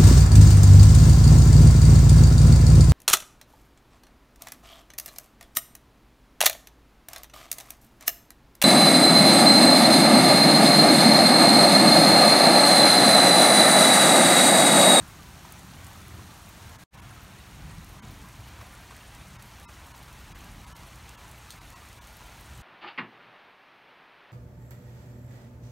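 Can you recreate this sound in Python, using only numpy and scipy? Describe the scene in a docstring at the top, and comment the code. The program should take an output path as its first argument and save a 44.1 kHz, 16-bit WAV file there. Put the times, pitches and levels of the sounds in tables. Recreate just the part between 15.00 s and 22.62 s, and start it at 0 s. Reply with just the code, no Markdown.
"""Steady rain on a yard, in mono from beside a house. From the start: a wash of far drops, hiss from a
leafy tree, a low rumble that swells with each gust, a faint machine hum. Near drops splat on leaves and
tap on wood; from 0.7 s eddies bump the microphone. From 1.8 s the rain stutters at times with a brief
glassy ring. Just before 1.9 s the sound drops out; it returns facing the open lawn, with less hiss,
more splatter and more hum. At 6.5 s one big drop splashes close by."""
import sys
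import numpy as np
from scipy.fft import rfft, irfft, next_fast_len
from scipy.io import wavfile
from scipy.ndimage import map_coordinates

SR = 44100
rng = np.random.default_rng(int(sys.argv[2]) if len(sys.argv) > 2 else 0)


def bounce(signal):
    """Save signal as a 16-bit WAV file at the path given by the first command-line argument."""
    frames = np.transpose(np.atleast_2d(signal))
    limited = np.clip(frames, -1, 1)
    pcm = np.round(limited * 32767).astype(np.int16)
    wavfile.write(sys.argv[1], SR, pcm)


N = 336042

# levels per direction: wash_db, hiss_db, splatter_db, hum_db, deep_rumble_db
TREE_LEVELS = (-51.5, -55.5, -83, -72, -56)
LAWN_LEVELS = (-52.5, -58, -64.5, -55, -57.5)
# spectra: freq_hz, relative_db
WASH_SPECTRUM = [(150, -22), (350, -5.5), (520, -6.5), (700, -3), (1000, -2), (1500, -3.5), (2400, -7.2),
                 (4000, -10.5), (7000, -24), (16000, -26.5)]
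HISS_SPECTRUM = [(800, -23), (2000, -7), (4400, 1.5), (4950, -3), (5500, 1.5), (6600, 2.5), (7600, -1),
                 (8600, 0.5), (9800, -2), (10500, -6.5), (11200, -2.5), (13000, -4.5), (15000, -7),
                 (16000, -5.5)]
SPLATTER_SPECTRUM = [(1200, -21), (1900, -5), (2500, -0.5), (3000, -5), (4500, -25)]
RUMBLE_SPECTRUM = [(40, -52), (65, -1), (88, -0.5), (130, -3.5), (165, -6), (200, -7), (250, -12.5),
                   (310, -13), (400, -21), (700, -47), (1500, -76)]
DEEP_SPECTRUM = [(20, -15), (30, -15), (42, 8), (58, 2), (75, 5), (120, -60), (400, -80)]
SPRAY_SPECTRUM = [(500, -40), (2600, -18), (3400, 2), (4500, 4), (5200, -3), (6500, 2.5), (7700, -5),
                  (8800, 4), (10400, -13), (11500, -4), (16000, -10)]
# wind gusts: peak_s, rise_db, width_s, deep_rise_db
WIND_GUSTS = [(0.003, 6.5, 0.12, 9), (0.727, 2, 0.26, -2), (1.153, 5, 0.29, -2), (1.683, 1, 0.14, -1),
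              (2.672, 4.3, 0.34, 6.5), (3.096, 6, 0.41, 6), (5.5, 5, 0.57, 7), (7.55, 4, 0.3, 8)]
# machine hum lines: pitch_hz, relative_db
HUM_LINES = [(59.2, -2), (118, -6.5), (990, -20.5)]
# nearest drops on leaves: start_s, peak_db, centre_hz, t60_s
LEAF_SPLATS = [(0.462, -44, 7960, .02), (0.5212, -34, 11400, 0.029), (0.5935, -41, 6460, 0.0088),
               (0.843, -40, 9610, 0.048), (0.8665, -38, 8000, .014), (0.93, -44, 9000, .03),
               (1.0812, -39.5, 14100, .012), (1.339, -46, 9500, .018), (1.491, -40, 13000, .013),
               (1.694, -44, 8500, .02), (2.8442, -41, 7800, .016), (2.891, -44, 8000, .025),
               (3.2862, -42, 8440, .018), (3.485, -45, 8500, .02), (3.722, -48, 7800, .06),
               (3.7495, -43, 7400, 0.029), (3.9646, -41, 8610, .02), (4.1487, -41, 9200, .016),
               (4.423, -38.5, 10000, .024), (4.598, -42, 8600, .014), (4.865, -43, 9000, .025),
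               (4.978, -44, 7300, .014), (5.0287, -44, 13000, .018), (5.127, -43, 9000, .02),
               (5.443, -42, 9000, .014), (5.764, -43, 5470, .025), (5.832, -41, 6500, .014),
               (5.9565, -43, 7200, .025), (6.0917, -38, 7000, .012), (6.279, -44, 8100, .028),
               (6.3124, -40.5, 9500, 0.028), (6.7023, -41, 9500, .013), (6.7248, -46, 6500, 0.012),
               (6.887, -42, 9400, .016), (6.9283, -43, 6900, .013), (7.0715, -40, 8200, .013),
               (7.1674, -40, 12300, .025), (7.409, -42, 13100, .03), (7.5755, -44, 9000, 0.013)]
# heavy drops on wood: start_s, level_db, pitch_hz
WOOD_TAPS = [(0.449, -32, 970), (0.911, -36, 920), (0.955, -41, 1220), (1.193, -37, 1060),
             (3.612, -32.5, 1090), (3.908, -34, 1030), (4.69, -37, 1190), (4.946, -40, 972),
             (7.206, -36.5, 1000)]
# eddies on the microphone: peak_s, level_db, centre_hz, width_s
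EDDIES = [(0.70, -49, 160, 0.12), (0.80, -49, 91, 0.12), (1.0, -50, 89.5, 0.13), (1.18, -44, 90, 0.1),
          (1.67, -47.5, 94.8, 0.13), (2.08, -49, 107, 0.19), (2.32, -54, 164, 0.11),
          (2.62, -44, 55.6, 0.12), (2.67, -46, 151, 0.073), (2.79, -45, 146, 0.074), (3.07, -49, 165, 0.11),
          (3.41, -46.5, 85, 0.11), (3.59, -47.5, 87.5, 0.14), (4.28, -51.5, 146, 0.14),
          (6.03, -50, 60, 0.059), (7.57, -52.5, 115, 0.2)]
# glassy stutters: centre_s, hiss_edge_hz, width_s, hiss_gain_db, wash_gain_db, ring_db
RAIN_STUTTERS = [(1.777, 2780, 0.02, -14, -7, -65), (1.965, 3000, 0.018, -10, 0, -61.5),
                 (2.012, 2000, 0.014, -18, -9, -62), (3.013, 2220, 0.021, -30, -13, -62),
                 (4.380, 2800, 0.02, -15, -5, -62), (4.668, 2000, 0.032, -28, -27, -58),
                 (4.932, 2400, 0.017, -11, -8, -60), (5.339, 2200, 0.02, -19, -6, -62),
                 (5.658, 2820, 0.014, -10, -12, -59.5), (5.742, 1700, 0.02, -19, -15, -60.5),
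                 (6.167, 3200, 0.017, -17, -9, -60.5), (6.6, 2800, 0.02, -8, -11, -61),
                 (6.748, 3200, 0.014, -10, -10, -57), (7.002, 3000, 0.02, -19, -8, -60)]
# one big drop, then its spray: start_s, level_db, t60_s
SPLASH_STAGES = [(6.5047, -34.3, .022), (6.5125, -47, 0.06), (6.52, -54.5, 0.18)]

BREEZE_DB, EASING_DB_PER_S = -50, 0.76
TAP_T60_S, FALL_BACK_S, FALL_BACK_DB = 0.019, 0.01, -13
RING_LOW_HZ, RING_HIGH_HZ, RING_CROWDING = 933, 8120, 2.1
RING_WIDTH_S, RING_DB_PER_OCTAVE = 0.041, -4.5
CUT_S, BACK_S, CUT_DB, SILENT_DB = 1.838, 1.942, -16.5, -37
FADE_OUT_DB_PER_S, FADE_IN_DB_PER_S = 902, 1102
RUMBLE_EDGE_HZ, TOP_HZ = 340, 15800


def amp(db):
    """Decibels to gain."""
    return 10 ** (np.asarray(db) / 20)


def unit(x):
    """Scale to rms 1."""
    return x / np.sqrt(np.mean(x ** 2) + 1e-20)


def wobble(rate_hz):
    """Smooth random curve, rate_hz knots a second."""
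    knots = rng.standard_normal(int(N * rate_hz / SR) + 4)
    return map_coordinates(knots, [np.arange(N) * rate_hz / SR])


def bell(offset, width):
    """Gaussian, peak 1, full width taken at 1/e."""
    return np.exp(-(2 * offset / width) ** 2)


def filtered(x, response):
    """Zero-phase filter with gain response(hz)."""
    size = next_fast_len(len(x) + 8192)
    return irfft(rfft(x, size) * response(np.fft.rfftfreq(size, 1 / SR)), size)[:len(x)]


def highpass(x, corner_hz):
    """Steep high-pass."""
    return filtered(x, lambda hz: 1 - 1 / (1 + (hz / corner_hz) ** 8))


def coloured(x, spectrum):
    """Shape x by a spectrum on a log frequency axis; rms 1."""
    freq_hz, db = np.transpose(spectrum)
    return unit(filtered(x, lambda hz: amp(np.interp(np.log(hz + 1), np.log(freq_hz), db))))


def add(track, start_s, sound):
    """Mix a short sound into the track."""
    part = track[max(round(start_s * SR), 0):][:len(sound)]
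    part += sound[:len(part)]


def drops(count, low_hz, high_hz, decay_cycles, spread_db, samples):
    """Tiny damped rings at random times, many faint, few strong; rms 1."""
    when, pitch, strength, phase = rng.random((count, 4)).T[:, :, None]
    hz = low_hz * (high_hz / low_hz) ** pitch
    cycles = hz * np.arange(samples) / SR
    gain = amp(-spread_db * np.log(1 - .98 * strength)) * np.sqrt(hz)
    rings = gain * np.exp(-cycles / decay_cycles) * np.sin(2 * np.pi * (cycles + phase))
    index = (when * N).astype(int) + np.arange(samples)
    return unit(np.bincount(index.ravel(), rings.ravel(), N + samples)[:N])


def rain(wash_db, hiss_db, splatter_db):
    """Far drops merge into noise; nearer ones patter, plink in puddles, tick and splatter."""
    patter = drops(count=4500, low_hz=499, high_hz=4140, decay_cycles=1.8, spread_db=1, samples=400)
    plinks = drops(count=1100, low_hz=695.6, high_hz=9035, decay_cycles=41, spread_db=1.5, samples=2400)
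    ticks = drops(count=6000, low_hz=3530, high_hz=15300, decay_cycles=2, spread_db=6, samples=120)
    wash = coloured(rng.standard_normal(N) + amp(-13) * patter + amp(-12.5) * plinks, WASH_SPECTRUM)
    hiss = coloured(rng.standard_normal(N) + amp(-9.5) * ticks, HISS_SPECTRUM)
    splatter = drops(count=3000, low_hz=1708, high_hz=3300, decay_cycles=9.6, spread_db=2.5, samples=800)
    return (amp(wash_db + 0.48 * wobble(rate_hz=11)) * wash
            + amp(hiss_db + 0.21 * wobble(rate_hz=12)) * hiss
            + amp(splatter_db) * coloured(splatter, SPLATTER_SPECTRUM))


def wind_rumble(deep_db):
    """Low wind noise round the house: gusts swell over a dying breeze."""
    t = np.arange(N) / SR
    body_db = BREEZE_DB - EASING_DB_PER_S * t
    for peak_s, rise_db, width_s, deep_rise_db in WIND_GUSTS:
        swell = bell(t - peak_s, width_s)
        body_db = body_db + rise_db * swell
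        deep_db = deep_db + deep_rise_db * swell
    body = amp(body_db) * coloured(rng.standard_normal(N), RUMBLE_SPECTRUM)
    deep = amp(deep_db) * coloured(rng.standard_normal(N), DEEP_SPECTRUM)
    return body + deep


def machine_hum(rms_db):
    """A far machine runs at a slightly unsteady speed."""
    t = np.arange(N) / SR
    return sum(amp(rms_db + db) * np.sqrt(2) * np.sin(2 * np.pi * hz * t + 0.5 * wobble(rate_hz=4.4))
               for hz, db in HUM_LINES)


def splat(centre_hz, t60_s, octaves, attack_s):
    """A drop spreads and tears apart: a burst of band noise, peak 1."""
    t = np.arange(SR // 10) / SR
    noise = rng.standard_normal(len(t))
    fizz = filtered(noise, lambda hz: 1 / (1 + (np.log2((hz + 1) / centre_hz) / octaves) ** 2))
    burst = fizz * (1 - np.exp(-(t / attack_s) ** 2)) * amp(-60 * t / t60_s)
    return burst / np.abs(burst).max()


def leaf_splats(faint_count):
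    """Near drops burst on leaves, with faint ones scattered between."""
    out = np.zeros(N)
    for start_s, peak_db, centre_hz, t60_s in LEAF_SPLATS:
        add(out, start_s, amp(peak_db) * splat(centre_hz, t60_s, octaves=0.83, attack_s=0.00083))
    for when, pitch, strength in rng.random((faint_count, 3)):
        faint = splat(centre_hz=5500 + 9000 * pitch, t60_s=0.04, octaves=0.16, attack_s=0.0082)
        add(out, when * N / SR, amp(-55.5 + 5.4 * strength) * faint)
    return out


def wood_taps():
    """Heavy drops give a dead tap with a wet edge; the water thrown up lands just after."""
    out, t = np.zeros(N), np.arange(SR // 10) / SR
    for start_s, level_db, pitch_hz in WOOD_TAPS:
        ring = np.sin(2 * np.pi * pitch_hz * t) * amp(-60 * t / TAP_T60_S) * (1 - np.exp(-t / 0.0008))
        wet_edge = splat(1.1 * pitch_hz, t60_s=0.047, octaves=0.93, attack_s=0.0017)
        fall_back = splat(0.59 * pitch_hz, t60_s=0.051, octaves=0.7, attack_s=0.004)
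        add(out, start_s, amp(level_db - 1.5) * ring + amp(level_db - 7) * wet_edge)
        add(out, start_s + FALL_BACK_S, amp(level_db + FALL_BACK_DB) * fall_back)
    return out


def buffets(octaves):
    """Eddies strike the microphone: short, dull bumps of narrow noise."""
    out, t = np.zeros(N), np.arange(-SR // 4, SR // 4) / SR
    for peak_s, level_db, centre_hz, width_s in EDDIES:
        noise = rng.standard_normal(len(t))
        eddy = filtered(noise, lambda hz: np.exp(-(np.log2((hz + 1) / centre_hz) / octaves) ** 2))
        swell = bell(t, width_s)
        bump = unit(eddy * swell) * np.sqrt(np.mean(swell ** 2))
        add(out, peak_s + t[0], amp(level_db) * bump)
    return out


def glassy_ring(t, count):
    """Unrelated tones, crowded toward the low end, swell and fade round t = 0."""
    jitter, phase = rng.random((count, 2)).T[:, :, None]
    position = (np.arange(count)[:, None] + jitter) / count
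    hz = RING_LOW_HZ * (RING_HIGH_HZ / RING_LOW_HZ) ** (position ** RING_CROWDING)
    tones = amp(RING_DB_PER_OCTAVE * np.log2(hz / RING_LOW_HZ)) * np.sin(2 * np.pi * (hz * t + phase))
    return np.sqrt(2) * tones.sum(axis=0) * bell(t, RING_WIDTH_S)


def stutter(x):
    """Hiss and wash dip briefly and glassy tones ring in their place; the rumble carries on."""
    out, t = x.copy(), np.arange(-SR // 20, SR // 20) / SR
    for centre_s, hiss_edge_hz, width_s, hiss_gain_db, wash_gain_db, ring_db in RAIN_STUTTERS:
        start_s = centre_s + t[0]
        segment = x[round(start_s * SR):][:len(t)]
        highs = highpass(segment, hiss_edge_hz)
        mids = highpass(segment, RUMBLE_EDGE_HZ) - highs
        dip = 1 / (1 + np.abs(2 * t / width_s) ** 5)
        lost = (1 - amp(hiss_gain_db)) * highs + (1 - amp(wash_gain_db)) * mids
        add(out, start_s, amp(ring_db) * glassy_ring(t, count=8) - dip * lost)
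    return out


def dropout():
    """Gain curve: steps down, dies to silence, fades back in."""
    t = np.arange(N) / SR
    leaving_db = np.where(t < CUT_S, 0, CUT_DB - FADE_OUT_DB_PER_S * (t - CUT_S))
    returning_db = np.minimum(FADE_IN_DB_PER_S * (t - BACK_S), 0)
    gain_db = np.maximum(leaving_db, returning_db)
    return np.where(gain_db > SILENT_DB, amp(gain_db), 0)


def splash():
    """A big drop breaks close by: a bright smack, then a soft tail of falling spray."""
    envelope, t = np.zeros(N), np.arange(SR // 4) / SR
    for start_s, level_db, t60_s in SPLASH_STAGES:
        add(envelope, start_s, amp(level_db - 60 * t / t60_s) * (1 - np.exp(-t / 0.00044)))
    return envelope * coloured(rng.standard_normal(N), SPRAY_SPECTRUM)


def scene():
    """One microphone on both channels, facing the tree, then the lawn."""
    facing_lawn = np.arange(N) / SR > (CUT_S + BACK_S) / 2
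    wash_db, hiss_db, splatter_db, hum_db, deep_db = (
        np.where(facing_lawn, lawn_db, tree_db) for tree_db, lawn_db in zip(TREE_LEVELS, LAWN_LEVELS))
    water = rain(wash_db, hiss_db, splatter_db) + leaf_splats(faint_count=110) + wood_taps() + splash()
    wind = wind_rumble(deep_db) + buffets(octaves=0.43)
    yard = water + wind + machine_hum(hum_db)
    return np.array([yard, yard])


def record(dry):
    """Stutters, one dropout, then a band limit."""
    mono = stutter(dry[0]) * dropout()
    mono = filtered(mono, lambda hz: hz < TOP_HZ)
    return np.array([mono, mono])


dry = scene()
out = record(dry)
bounce(out)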